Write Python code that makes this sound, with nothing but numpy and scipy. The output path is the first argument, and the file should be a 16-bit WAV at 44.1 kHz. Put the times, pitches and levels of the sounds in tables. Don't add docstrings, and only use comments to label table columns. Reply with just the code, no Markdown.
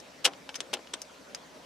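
import sys
import numpy as np
from scipy import signal
from scipy.fft import rfft, irfft
from scipy.io import wavfile
from scipy.ndimage import uniform_filter1d

SR = 44100
rng = np.random.default_rng(int(sys.argv[2]) if len(sys.argv) > 2 else 0)


def dump_mix(stems):
    frames = np.atleast_2d(stems).T
    limited = np.clip(frames, -1, 1)
    pcm = np.round(limited * 32767).astype(np.int16)
    wavfile.write(sys.argv[1], SR, pcm)


def undo_db(level):
    steps = np.asarray(level, float) / 20
    return 10 ** steps


N = 72765

LEFT_RIGHT = np.array([[0.5], [-0.5]])


def evened(x):
    return x / np.sqrt(np.mean(x ** 2) + 1e-20)


def read(points, hz):
    f, value = np.transpose(points)
    return np.interp(np.log(hz + 1), np.log(f + 1), value)


def pair(shape, likeness):
    a, b, c, d = rng.standard_normal(shape[::-1] + (4,)).T
    same = np.clip(likeness, -1, 1)[:, None]
    left = a + 1j * b
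    other = c + 1j * d
    return np.array([left, same * left + np.sqrt(1 - same ** 2) * other])


def causal(gain):
    log_gain = np.log(gain + 1e-5 * gain.max())
    circle = np.concatenate([log_gain, log_gain[..., -2:0:-1]], axis=-1)
    return np.exp(np.conj(signal.hilbert(circle)))[..., :gain.shape[-1]]


def whitened(x):
    even_bins = 48
    z = rfft(x)
    power = uniform_filter1d(abs(z) ** 2, even_bins * x.shape[1] // 4096, axis=1)
    return irfft(z * causal(np.sqrt(power.mean(1, keepdims=True) / power)), x.shape[1])


def idle():
    # (f/Hz, density/dB per Hz)
    wash_colour = [(18, -70), (30, -29), (124, -15.5), (161, -6), (524, -9), (756, -9), (933, -8),
                   (6010, -17.5), (15900, -36.5)]
    # (f/Hz, width/Hz, level/dB)
    booms = [(270, 37, 7), (559, 240, 9), (1010, 27, 3.5), (5470, 550, 0.5)]
    # (f/Hz, likeness 0 to 1)
    likeness = [(40, 0.57), (100, 1), (500, 0.56), (1500, 0.28), (5000, 0.7), (12000, .2)]
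    # (f/Hz, level/dB)
    lean = [(60, 4), (240, 2.5), (950, 0), (3770, 0.5), (15000, 0)]
    wash_db, hum_db, hum_hz = -51, -75.5, 70
    throb_db, throb_hz, patch_db = 0, 19, 2

    frames, hz = N // 128 + 5, np.fft.rfftfreq(512, 1 / SR)
    t = np.arange(frames) * 128 / SR
    patches = rng.standard_normal((frames, 257)).T
    patches = uniform_filter1d(patches, size=6, axis=0)
    patches = evened(uniform_filter1d(patches, size=16, axis=1))
    throb = throb_db * np.sin(2 * np.pi * throb_hz * t) / (1 + (hz[:, None] / 900) ** 2)
    noise = pair((257, frames), read(likeness, hz)) * undo_db(patch_db * patches + throb)
    wash = signal.istft(noise, nperseg=512, noverlap=384)[1][:, :N]

    fine = np.fft.rfftfreq(N, 1 / SR)
    colour = read(wash_colour, fine)
    for f, width, db in booms:
        colour = colour + db / (1 + (2 * (fine - f) / width) ** 2)
    wash = irfft(rfft(wash) * undo_db(colour + LEFT_RIGHT * read(lean, fine)), N)
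    hum = np.sqrt(2) * np.sin(2 * np.pi * hum_hz * np.arange(N) / SR)
    return undo_db(wash_db) * evened(wash) + undo_db(hum_db) * hum


def ring(modes, hz):
    detune, scatter_db = 0.02, 1
    f, db, t60 = np.transpose(modes)[:, :, None]
    off, size = rng.standard_normal((2, len(modes), 1))
    distance = (hz - f * (1 + detune * off)) * t60 / 1.29
    return (undo_db(2 * (db + scatter_db * size)) / (1 + distance ** 2)).sum(0)


def cabin():
    # (f/Hz, t60/s)
    tail_t60 = [(300, 0.22), (1000, 0.12), (3000, 0.046), (8000, 0.035), (14000, 0.019)]
    # (f/Hz, likeness 0 to 1)
    likeness = [(300, 0.98), (2000, 1), (6000, 0.17), (12000, .1)]
    hz, t = np.fft.rfftfreq(128, 1 / SR), np.arange(260) * 32 / SR
    z = pair((65, 260), read(likeness, hz)) * undo_db(-60 * t / read(tail_t60, hz)[:, None])
    tail = signal.istft(z, nperseg=128, noverlap=96)[1]
    tail = tail * np.clip((np.arange(tail.shape[1]) / SR - 0.0008) / 0.0012, 0, 1)
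    return whitened(tail / np.linalg.norm(tail[0]))


def clicks(events, modes, pan_db):
    # (f/Hz, peak/dB, t60/s)
    dash_modes = [(247, 9, 0.15), (295.7, 10.5, 0.16), (379, 6, .035), (513, 7.5, 0.042), (690, 9, 0.033),
                  (793, 11, 0.052), (1020, 3, .018), (1060, -8, 0.015), (1330, 1.5, .012)]
    # (f/Hz, likeness 0 to 1)
    likeness = [(1000, 0.99), (3000, 0.94), (6000, 0.58), (12000, 0.022)]
    rise_s, crack_db, wet_db = 0.00069, -9.5, -5.5
    tilt_hz, tilt_max_db = 1186, 7
    mic_low_hz, mic_high_hz = 248, 10500

    t, out = np.arange(4096) / SR, np.zeros((2, N + SR))
    hz = np.fft.rfftfreq(len(t), 1 / SR)
    same = read(likeness, hz)
    crack = undo_db(2 * crack_db) * (hz / 1500) ** 2 / (1 + (hz / 1500) ** 2)
    octaves = np.log2(np.maximum(hz, tilt_hz) / 3000)
    for s, db, thud_db, tilt_db, chatter_t60 in events:
        noise = irfft(pair((len(same), 1), same)[:, :, 0])
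        chatter = evened(noise) * np.minimum(t / rise_s, 1) * undo_db(-60 * t / max(chatter_t60, 0.002))
        chatter = whitened(chatter)

        power = crack + ring(modes, hz) + undo_db(2 * thud_db) * ring(dash_modes, hz)
        brightness = undo_db(np.clip(tilt_db, -tilt_max_db, tilt_max_db / 2) * octaves)
        body = irfft(causal(np.sqrt(power) * brightness))
        blow = signal.fftconvolve(chatter, body[None], axes=1)
        blow = blow / abs(blow).max()

        heard = undo_db(wet_db) * signal.fftconvolve(blow, cabin(), axes=1)
        heard[:, :blow.shape[1]] += blow
        at = max(round(s * SR), 0)
        out[:, at:at + heard.shape[1]] += heard * undo_db(db + LEFT_RIGHT * pan_db)
    low_cut = signal.butter(6, mic_low_hz, "high", fs=SR, output="sos")
    high_cut = signal.butter(4, mic_high_hz, fs=SR, output="sos")
    return signal.sosfilt(np.vstack([low_cut, high_cut]), out[:, :N])


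def relay_snap():
    # (t/s, peak/dB, thud/dB, brightness/dB per octave, chatter t60/s)
    snaps = [
        (0.0003, -36, -4, 1, 0.033),
        (0.5541, -24, -26.5, -3, 0.014),
        (0.5572, -19.5, -30, -1.5, 0.015),
        (1.0173, -21, -28.5, 2.5, 0.009),
        (1.3475, -18.5, -33, -1.5, 0.011),
    ]
    # (f/Hz, peak/dB, t60/s)
    can_modes = [(1600, -7, 0.022), (2300, -6, 0.0061), (3320, -9, 0.0062), (4500, -23, 0.0086),
                 (5160, 5.5, .0075), (5430, 3.5, 0.0086), (6160, 9.5, 0.017), (8160, -6, 0.0057),
                 (10300, -25, 0.0021), (12000, -5, 0.0035), (14900, -34, 0.00061)]
    return clicks(snaps, can_modes, pan_db=3)


def stalk():
    # (t/s, peak/dB, thud/dB, brightness/dB per octave, chatter t60/s)
    knocks = [(0.2425, -27, -2, -1, 0.015), (0.2457, -12.5, -2, 3, 0.036),
              (0.2513, -3.5, -31.5, 0.5, 0.022), (0.2548, -7, 1.5, 6, 0.035),
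              (0.2592, -14.5, -13, -2, .015), (0.2628, -14.5, -0.5, -2, 0.016),
              (0.2747, -24.5, 9.5, 0, 0.028), (0.3341, -32.5, -19, -6, 0.015),
              (0.4909, -26, -7.5, -5.5, 0.015), (0.5429, -29.5, -26, -2.5, 0.02),
              (0.7309, -22, 7, -2, 0.007), (0.7346, -17.5, 3.5, 0.5, 0.016),
              (0.7388, -10.5, -9.5, 1, 0.005), (0.7413, -20.5, -3, -3, 0.0078),
              (0.7696, -31.5, 0, -11.5, 0.019), (0.7911, -38, 5, -9, .012),
              (0.8718, -34, -14.5, -4.5, 0.0078), (1.0515, -46, 10, 12, 0.017)]
    # (f/Hz, peak/dB, t60/s)
    housing_modes = [(1560, 2, 0.014), (2500, 4, 0.01), (3030, 10.5, 0.0074), (3715, 5, 0.002),
                     (4730, -8, 0.0027), (5220, 1.5, .0045), (5930, 0, 0.0048), (8020, -4.5, 0.0028),
                     (9300, -9.5, 0.0017), (11950, -8, 0.0015)]
    return clicks(knocks, housing_modes, pan_db=2.5)


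def relay_drop():
    # (t/s, peak/dB, thud/dB, brightness/dB per octave, chatter t60/s)
    drops = [
        (0.6043, -16.5, -13, -3.5, 0.0075),
        (0.9345, -30, -3.5, -8, 0.021),
        (0.9376, -17.5, -12, 1, 0.0049),
        (0.9398, -19, -36, -25, 0.0038),
    ]
    # (f/Hz, peak/dB, t60/s)
    can_modes = [(1960, -26, 0.0093), (2720, -18, 0.0077), (3470, 14, 0.0048), (4440, -1, 0.0055),
                 (5470, 10, 0.0036), (6210, 11, 0.012), (8200, 10.5, 0.0028), (8600, -8, 0.0074),
                 (11400, -5.5, 0.0017)]
    return clicks(drops, can_modes, pan_db=3)


def scene():
    return idle() + relay_snap() + stalk() + relay_drop()


def top_cut(x):
    return signal.sosfilt(signal.butter(12, 16020, fs=SR, output="sos"), x)


def record(dry):
    edge_hz = 15500
    band_limit = signal.firwin(255, edge_hz, window=("kaiser", 8), fs=SR)
    mix = signal.oaconvolve(dry, band_limit[None], "same")
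    return top_cut(mix)


dry = scene()
out = record(dry)
dump_mix(out)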